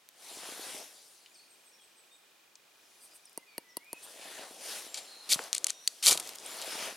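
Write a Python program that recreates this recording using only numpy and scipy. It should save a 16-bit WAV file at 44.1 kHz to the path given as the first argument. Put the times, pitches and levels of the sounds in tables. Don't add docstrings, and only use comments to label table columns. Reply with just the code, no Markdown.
import sys
import numpy as np
from scipy import signal
from scipy.fft import rfft, irfft, next_fast_len
from scipy.io import wavfile
from scipy.ndimage import uniform_filter1d

SR = 44100
rng = np.random.default_rng(int(sys.argv[2]) if len(sys.argv) > 2 else 0)


def dump_mix(stems):
    frames = np.atleast_2d(stems).T
    limited = np.clip(frames, -1, 1)
    pcm = np.round(limited * 32767).astype(np.int16)
    wavfile.write(sys.argv[1], SR, pcm)


N = 306936
TIME = np.arange(N) / SR

# pitch_hz, level_db (per Hz)
DULL_KNOCK = [(30, -17), (100, -25), (180, -5), (300, 2.5), (500, 0), (750, -4), (1100, -16.5),
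              (1400, -27.5), (4000, -56)]
# start_s (at their height), level_db, dying_away_s
SHOWERS = [(5.34, -51, .055), (6.124, -34.5, 0.019)]


def gain_of(db):
    return 10 ** (np.asarray(db) / 20)


def evened(x):
    return x / np.sqrt(np.mean(x ** 2) + 1e-20)


def read(points, hz):
    f, value = np.transpose(points)
    return np.interp(np.log(hz + 1), np.log(f + 1), value)


def colour(x, points, size=4096):
    level_db = np.maximum(read(points, abs(np.fft.fftfreq(size, 1 / SR))), -100)
    log_gain = np.log(gain_of(level_db))
    response = np.fft.ifft(np.exp(signal.hilbert(log_gain).conj())).real[:size // 2]
    return signal.oaconvolve(x, response / np.linalg.norm(response))[:len(x)]


def wander(count, seconds):
    width = max(int(seconds * SR), 1)
    smooth = uniform_filter1d(rng.standard_normal(count), width)
    return evened(uniform_filter1d(smooth, width))


def grains(count, per_s, spread_db):
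    size = gain_of(spread_db * np.minimum(rng.exponential(1, count), 4))
    sign = rng.choice([-1, 1], count)
    return evened(size * sign * (rng.random(count) < per_s / SR))


def ring(modes, t):
    swing = 0
    for hz, db, t60 in modes:
        swing = swing + gain_of(db - 60 * t / t60) * np.sin(2 * np.pi * hz * t) / hz
    return np.diff(swing, prepend=0)


def burst(t, t60, chatter):
    rebounds = chatter * rng.standard_normal(len(t)) * gain_of(-60 * t / t60)
    return (t == 0) + rebounds


def sized(hit, db):
    return gain_of(db) * hit / np.sqrt(np.sum(hit ** 2) / (.002 * SR))


def spread(mid, side, width, pan_db):
    return np.array([mid + width * side, mid - width * side]) * gain_of([[pan_db / 2], [-pan_db / 2]])


def aside(x, leftness):
    # pitch_hz, left_over_right_db
    shadow = [(350, 0.5), (550, 2), (900, 4.5), (1200, 5), (1600, 2.5), (2500, 1.2), (4500, 1.9), (7200, 5),
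              (8800, 1.5), (10000, 0), (12000, -0.5)]
    # pitch_hz, left_lead_radians
    lead = [(100, .02), (750, .23), (1300, .48), (2000, .35), (2800, .16), (6000, -.11), (8000, .05),
            (10000, -.33), (12000, -.09)]
    size = next_fast_len(x.shape[-1] + 1024)
    hz = np.fft.rfftfreq(size, 1 / SR)
    half = leftness * np.array([[.5], [-.5]])
    ports = gain_of(half * read(shadow, hz)) * np.exp(1j * half * read(lead, hz))
    return irfft(rfft(x, size) * ports, size)[:, :x.shape[-1]]


def add(mix, s, sound, leftness=0):
    part = mix[:, round(s * SR):][:, :len(sound)]
    part += aside(sound, leftness)[:, :part.shape[1]]


def echoes(x, t60, width):
    t = np.arange(SR) / SR
    bounces = rng.standard_normal((2, SR)) * (rng.random((2, SR)) < .1)
    mid, side = bounces * gain_of(-60 * t / t60) * (t > .001)
    tail = spread(mid, side, width, 0)
    return signal.fftconvolve(x, tail / np.linalg.norm(tail[0]), axes=1)[:, :N]


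def forest():
    # pitch_hz, level_db (per Hz)
    air = [(15, -50), (25, -39), (161, -16), (285, -11), (335, -8), (714, -8.5), (840, -8.5), (2160, -10.5),
           (2410, -10.5), (2840, -9), (3720, -9.5), (4250, -11.5), (16000, -20.5)]
    mid, side = (colour(rng.standard_normal(N), air) for _ in range(2))
    return gain_of(-65) * spread(mid, side, width=0.6, pan_db=-0.1) * gain_of(0.5 * wander(N, 0.06))


def whistle(length, first_hz, last_hz, db, jitter_hz):
    settle = 1.53
    count = int(length * SR)
    glide = np.expm1(-settle * np.linspace(0, 1, count)) / np.expm1(-settle)
    hz = first_hz + (last_hz - first_hz) * glide + jitter_hz * wander(SR, .002)[:count]
    return gain_of(db) * signal.windows.tukey(count, .5) * np.sin(2 * np.pi * np.cumsum(hz) / SR)


def birds(count=6):
    # start_s, length_s, first_hz, last_hz, level_db (before the path through the trees)
    slurs = [(.947, .07, 4670, 4730, -64.5), (1.04, 0.065, 5500, 5120, -69), (1.34, 0.029, 6400, 4200, -61),
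             (1.377, 0.055, 4160, 4570, -62.5), (1.713, 0.063, 5850, 5360, -67),
             (1.777, 0.054, 3520, 3170, -69), (2.1, 0.067, 3620, 3716, -66.5),
             (2.822, .06, 6200, 5000, -73), (2.998, 0.092, 4900, 4670, -68),
             (3.106, 0.031, 4930, 4970, -65.5), (3.246, 0.042, 6400, 4700, -63.5),
             (3.377, 0.078, 2115, 2025, -69), (3.452, 0.126, 2600, 2230, -64.5),
             (3.466, 0.081, 4800, 4400, -70), (3.616, 0.22, 2030, 1925, -71),
             (3.68, .055, 6370, 5100, -65.5), (3.786, 0.16, 2000, 2583, -63),
             (3.934, 0.05, 2604, 2550, -58.5)]
    # start_s, length_s, pitch_hz, level_db (before the trees), jitter_hz
    rough_notes = [(4.85, .22, 7400, -59, 150), (5.03, .25, 4150, -56.5, 170),
                   (5.69, .25, 5770, -60.5, 130), (5.727, .071, 3720, -61, 15), (5.98, .1, 5700, -65, 120)]
    song_s, step_s, note_s = 1.335, .155, 0.066
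    song_hz, drop_hz, sag_hz = 8960, 805, 54.7
    song_db, fade_db = -64, -0.46
    out = np.zeros((2, N))
    for s, *note in slurs:
        add(out, s, whistle(*note, jitter_hz=27.5))
    for s, length, hz, db, jitter_hz in rough_notes:
        add(out, s, whistle(length, hz, hz, db, jitter_hz))
    for k in range(count):
        hz = song_hz - k * sag_hz
        note = whistle(note_s, hz, hz - drop_hz, song_db + k * fade_db, jitter_hz=150)
        add(out, song_s + k * step_s, note)
    return out


def lens(pitch_hz=2440, pip_s=0.0029):
    # start_s, level_db
    loudness = [(1.3, -64), (2.3, -66.5), (2.8, -66.5), (3.4, -65)]
    since = (TIME + .021) % .04 - .02
    level = gain_of(np.interp(TIME, *np.transpose(loudness), left=-200, right=-200))
    pips = np.exp(-(since / pip_s) ** 2 / 2)
    tone = np.sin(2 * np.pi * pitch_hz * TIME + 1.1 * wander(N, 0.024)) * np.sqrt(2)
    return level * pips * tone


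def cloth_levels(t):
    # start_s (when fastest), speeding_up_s, slowing_down_s, level_db (weave rasp),
    # hiss_db and body_db (both against the rasp)
    sweeps = [(.33, 0.086, 0.082, -59, 5.5, -4.5), (.49, 0.1, 0.12, -53.5, 1.5, -7.5),
              (0.721, 0.12, 0.1, -55.5, 5.5, -1.5), (.82, .33, 0.32, -73.5, 12, 0.5),
              (1.6, 0.9, 0.38, -84.5, 10, -9), (3.05, 0.18, 0.21, -78.5, 10, -0.5),
              (4.09, 0.089, 0.076, -62.5, 4.5, -3.5), (4.28, 0.096, 0.11, -56.5, 2, -6.5),
              (4.41, 0.073, 0.037, -52.5, -5, -6), (4.53, 0.11, 0.048, -64.5, 7, 4.5),
              (4.719, 0.079, 0.1, -52.5, 6, -3.5), (5.01, 0.18, 0.17, -61, 1, -3.5),
              (5.431, 0.12, 0.047, -56.5, 4, -3), (5.62, 0.18, 0.13, -64.5, 2, -1.5),
              (5.91, 0.078, 0.19, -69.5, 9.5, -4), (6.26, 0.067, 0.077, -57.5, 4, -4),
              (6.53, 0.088, 0.11, -54.5, 5, -1), (6.72, 0.089, 0.14, -46, -2, -9),
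              (6.85, 0.066, 0.058, -49, 0.5, -1)]
    power = np.zeros((3, len(t)))
    for s, rise_s, fall_s, db, hiss_db, body_db in sweeps:
        speed = np.exp(-((t - s) / np.where(t < s, rise_s, fall_s)) ** 2 / 2)
        power += np.outer(gain_of([db + body_db, db, db + hiss_db]), speed) ** 2
    return 10 * np.log10(power + 1e-12)


def sleeve(patchy_db=2.02):
    # pitch_hz, level_db (per Hz)
    swish = [(18, -84), (30, -30), (86, -21), (280, 3.5), (649, 12), (1040, 1.5), (1320, -2), (2230, -6.5),
             (3310, -7), (4910, -9.5), (7670, -13.5), (9970, -10.5), (12600, -19), (14800, -27),
             (16000, -31)]
    # pitch_hz, side_over_mid_db
    breadth = [(200, -36), (650, -15.5), (1300, -9), (1900, -9), (3000, -15), (5000, -10.5), (7200, -6),
               (10000, -11.5), (12000, -54)]
    slips = np.array([grains(N, per_s=9000, spread_db=1.0) for _ in range(2)])
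    hz, t, (mid, side) = signal.stft(slips, SR, nperseg=512)
    side = side * gain_of(read(breadth, hz))[:, None]
    tone = gain_of(read(swish, hz))
    bands_hz = [(200, 900), (1100, 3000), (5000, 15000)]
    field = 0
    for level, (lo, hi), share in zip(cloth_levels(t), bands_hz, np.eye(3)):
        rest_db = 10 * np.log10(np.mean(tone ** 2 * (hz > lo) * (hz < hi)))
        blend = read(np.c_[[650, 1800, 5500], share], hz)
        field = field + np.outer(blend, level - rest_db)
    patches = uniform_filter1d(rng.standard_normal(field.shape), 9, axis=0)
    patches = evened(uniform_filter1d(patches, 12, axis=1))
    shaped = np.array([mid + side, mid - side]) * tone[:, None] * gain_of(field + patchy_db * patches + 2.45)
    cloth = signal.istft(shaped, SR, nperseg=512)[1][:, :N]
    return aside(cloth * gain_of(.5 * wander(N, 0.003)), leftness=0.85)


def flaps():
    # start_s, level_db
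    large_folds = [(.314, -49), (.371, -45), (.387, -47), (.431, -45), (.489, -43), (.522, -43),
                   (.594, -40.5), (.667, -47), (.745, -44), (6.677, -40), (6.752, -41)]
    body_db = np.interp(TIME, TIME[::256], cloth_levels(TIME[::256])[0])
    pats = colour(grains(N, per_s=50, spread_db=5.0), DULL_KNOCK)
    out = aside(pats * gain_of(body_db - 6), leftness=1.0)
    t = np.arange(SR // 10) / SR
    for s, db in large_folds:
        pat = colour(burst(t, t60=0.012, chatter=0.9), DULL_KNOCK)
        add(out, s, sized(pat, db), leftness=1.0)
    return out


def scuffs():
    # start_s, length_s, level_db
    slides = [(2.984, 0.12, -55.5), (3.129, 0.058, -53.5), (4.017, 0.053, -47.5)]
    # pitch_hz, level_db (per Hz)
    whisper = [(3000, -22), (7000, -14), (8500, 3), (9000, 3), (10200, -3), (14000, -12), (16000, -23)]
    out = np.zeros((2, N))
    for s, length, db in slides:
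        slips = colour(grains(SR // 4, per_s=9000, spread_db=0.5), whisper)[:int(length * SR)]
        add(out, s, gain_of(db) * slips * signal.windows.hann(len(slips)))
    return out


def bottle():
    # start_s, level_db, leftness (1 left, negative is right), thump_db, clack_db (of the neck)
    knocks = [(3.3759, -32, .1, -37.5, -53), (3.5805, -31, -.1, -35, -38),
              (3.7696, -29.5, -.3, -37.5, -37.5), (3.9304, -31, -.1, -38, -58)]
    # pitch_hz, level_db (per Hz)
    contact_colour = [(880, -24), (1500, -9.5), (1900, -3), (2560, -9), (2910, -6.5), (3280, -11),
                      (3730, -37), (4370, -0.5), (6000, -5.5), (7610, 1), (8740, 1), (10000, 1.5),
                      (11800, 1.5), (13900, -16), (16000, -12)]
    clack_colour = [(3000, -28), (4000, -15), (4400, 1), (5500, -13), (6300, -16), (9000, -37)]
    # pitch_hz, level_db (against each other), t60_s (time to fall 60 dB)
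    stove = [(946, 0.5, 0.032), (2010, -12, 0.033), (2830, -18, 0.082), (4400, -7.5, 0.024),
             (4850, -21, 0.011), (9620, 1.5, 0.032), (10700, -2, 0.026)]
    out, t = np.zeros((2, N)), np.arange(SR // 8) / SR
    for s, db, leftness, thump_db, clack_db in knocks:
        contact = burst(t, t60=0.0048, chatter=0.5)
        click = sized(colour(contact, contact_colour), db)
        clack = sized(colour(contact, clack_colour), clack_db)
        add(out, s, click + clack + sized(ring(stove, t), db - 6.5), leftness)
        thump = colour(1. * (t == 0), DULL_KNOCK)
        add(out, s + 0.00229, sized(thump, thump_db))
    return out


def ticks():
    # start_s, level_db, centre_hz, width_octaves, t60_s (of the rebounds)
    small_hits = [(.089, -45.5, 8800, 2.1, 0.006), (1.26, -48.5, 3150, 0.43, 0.039),
                  (2.555, -47, 5400, 0.52, 0.014), (3.255, -48.5, 9200, 0.22, 0.013),
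                  (3.296, -55, 9500, .3, .007), (3.33, -56, 9500, .3, 0.01), (3.845, -57, 10500, .44, .01),
                  (5.359, -37, 300, 1.05, .018), (5.3916, -29.5, 1280, 0.98, 0.0092),
                  (5.396, -36.5, 350, 0.69, 0.024), (5.439, -40.5, 6970, 0.49, 0.0078),
                  (6.153, -34.5, 326, 1.2, 0.017), (6.276, -41, 7800, .71, 0.0057),
                  (6.292, -36, 5000, 1.1, 0.0078), (6.356, -42.5, 7900, 0.78, .006),
                  (6.463, -36.5, 8700, 0.24, 0.0046)]
    out, t = np.zeros((2, N)), np.arange(SR // 10) / SR
    hz = np.geomspace(20, SR / 2, 60)
    for s, db, centre_hz, octaves, t60 in small_hits:
        hump_db = -10 * np.log10(1 + (np.log2(hz / centre_hz) / octaves) ** 6)
        hit = colour(burst(t, t60, chatter=0.5), np.c_[hz, hump_db])
        add(out, s, sized(hit, db), leftness=.5)
    return out


def hands(s):
    # start_s, leftness (0 to 1)
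    places = [(4.95, .9), (5.33, .65), (5.53, 0.86), (5.88, 1), (6.09, 0.66), (6.2, .3), (6.62, 0.9)]
    return np.interp(s, *np.transpose(places))


def strikes():
    # start_s, level_db, ring_db (against the crack), chatter_t60_s
    catches = [(4.9436, -33.5, -5, 0.0064), (5.3255, -36, -17, 0.0055), (5.329, -19, -31, 0.008),
               (5.3339, -30, 13, 0.0048), (5.5301, -20, -26, 0.0021), (5.55, -24.5, -25, .006),
               (5.581, -26.5, -19, .006), (5.6441, -19, -16, .0027), (5.6681, -22.5, -34, 0.014),
               (5.7044, -24.5, -29, .004), (5.8762, -19.5, 1.5, 0.014), (6.062, -17.5, -16, .0056),
               (6.0677, -28.5, 14.5, .02), (6.1281, -19, -14, 0.014), (6.6167, -36.5, 0.5, .006)]
    # pitch_hz, level_db (per Hz)
    click = [(350, -66), (600, -48), (1290, -14), (2310, -6.5), (2680, -8), (3990, -2), (5050, -2.5),
             (6370, 5.5), (9490, 1), (14500, -23), (16000, -41)]
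    # pitch_hz, level_db (against each other), t60_s
    steel = [(1480, -28, 0.028), (3370, -23, 0.018), (4425, 19, 0.011), (4700, 17, 0.0087),
             (6700, -14, .01), (8250, -19, 0.009), (10400, -8, .009), (13400, -25, .01)]
    out, t = np.zeros((2, N)), np.arange(SR // 10) / SR
    for s, db, ring_db, t60 in catches:
        crack = colour(burst(t, t60, chatter=.17), click)
        add(out, s, sized(crack, db) + sized(ring(steel, t), db + ring_db), hands(s))
    return out


def scrapes(dull_hz=4500):
    # start_s, pressing_s, letting_go_s, peak_db (before the 1.8 dB trim below), brightness (0 to 1)
    strokes = [(4.942, 0.00071, 0.072, -37, 0), (4.972, 0.00087, 0.034, -34, 0),
               (5.291, 0.036, 0.0064, -18.5, 0.74), (5.337, 0.0058, .016, -23, 1),
               (5.532, .001, .05, -40, 0.4), (5.5445, 0.0053, 0.0075, -27.5, 0.35),
               (5.561, 0.0018, 0.024, -35, 0), (5.679, .003, 0.052, -38, 0), (5.692, 0.0073, .01, -31, 0.1),
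               (6.025, .002, .07, -28, 0.1), (6.036, 0.048, 0.037, -14.5, 1),
               (6.103, 0.0084, 0.041, -18, 0.7), (6.173, 0.0028, 0.0057, -25, 0.43),
               (6.198, 0.0012, 0.0077, -25, 1), (6.62, .002, 0.017, -35, 0)]
    # pitch_hz, level_db (per Hz)
    rod = [(530, -33.5), (900, -26), (1020, -29), (1200, -17), (1320, -22), (1790, -20), (2330, -9),
           (2600, -13), (3190, -6), (3640, -6.5), (4310, -3), (5280, -6.5), (10400, -4.5), (15200, -22),
           (16000, -51)]
    bite_db, let_go_db = -16.5, -19
    out, t = np.zeros((2, N)), np.arange(SR // 5) / SR
    for s, press_s, let_go_s, peak_db, bright in strokes:
        pressing = bite_db * (1 - t / press_s)
        letting_go = let_go_db * (t - press_s) / let_go_s
        db = peak_db + np.where(t < press_s, pressing, letting_go)
        rasp = colour(grains(len(t), per_s=13000, spread_db=2.5), rod)
        dull = signal.lfilter(*signal.butter(1, dull_hz, fs=SR), rasp)
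        blend = evened(bright * rasp + (1 - bright) * dull)
        add(out, s, blend * gain_of(db + wander(len(t), 0.001) - 1.8), hands(s + press_s))
    return out


def embers():
    # pitch_hz, level_db (per Hz)
    spit = [(800, -44), (3000, 0), (6000, 7), (10000, -2), (16000, -20)]
    fade_s, level_db = 0.32, -47.5
    out, t = np.zeros((2, N)), np.arange(SR) / SR
    spits = colour(grains(len(t), per_s=160, spread_db=3), spit)
    add(out, SHOWERS[-1][0], spits * gain_of(level_db) * np.exp(-t / fade_s), leftness=0.33)
    return out


def flare():
    # pitch_hz, level_db (per Hz)
    rush = [(25, -21), (70, -11), (150, -3), (400, 6.5), (750, 7.5), (1300, 6), (2500, -14), (6000, -41)]
    rise_s, afterglow_db, afterglow_s = 0.039, -13.5, 0.15
    mid, side = (colour(grains(N, per_s=2900, spread_db=7.0), rush) for _ in range(2))
    strength = 0
    for s, db, fall_s in SHOWERS:
        before, after = np.maximum(s - TIME, 0), np.maximum(TIME - s, 0)
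        afterglow = gain_of(afterglow_db) * np.exp(-after / afterglow_s)
        dying = np.maximum(np.exp(-after / fall_s), afterglow)
        strength = strength + gain_of(db) * np.exp(-(before / rise_s) ** 2 / 2) * dying
    return spread(mid, side, width=0.028, pan_db=-0.5) * strength


def scene():
    song = birds()
    scattered = signal.lfilter(*signal.butter(1, 6000, fs=SR), echoes(song, t60=.55, width=.5))
    song = gain_of(3.0) * song + gain_of(4.5) * scattered
    near = scuffs() + bottle() + ticks() + strikes() + scrapes() + embers()
    close_bounces = gain_of(-14) * echoes(near, t60=0.012, width=0.6)
    long_tail = gain_of(-26) * echoes(near, t60=0.6, width=0.3)
    near = near + close_bounces + long_tail
    return forest() + song + lens() + sleeve() + flaps() + near + flare()


def record(dry):
    band_limit = signal.firwin(511, 16300, window=("kaiser", 9), fs=SR)
    return signal.oaconvolve(dry, band_limit[None], "same")


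dry = scene()
out = record(dry)
dump_mix(out)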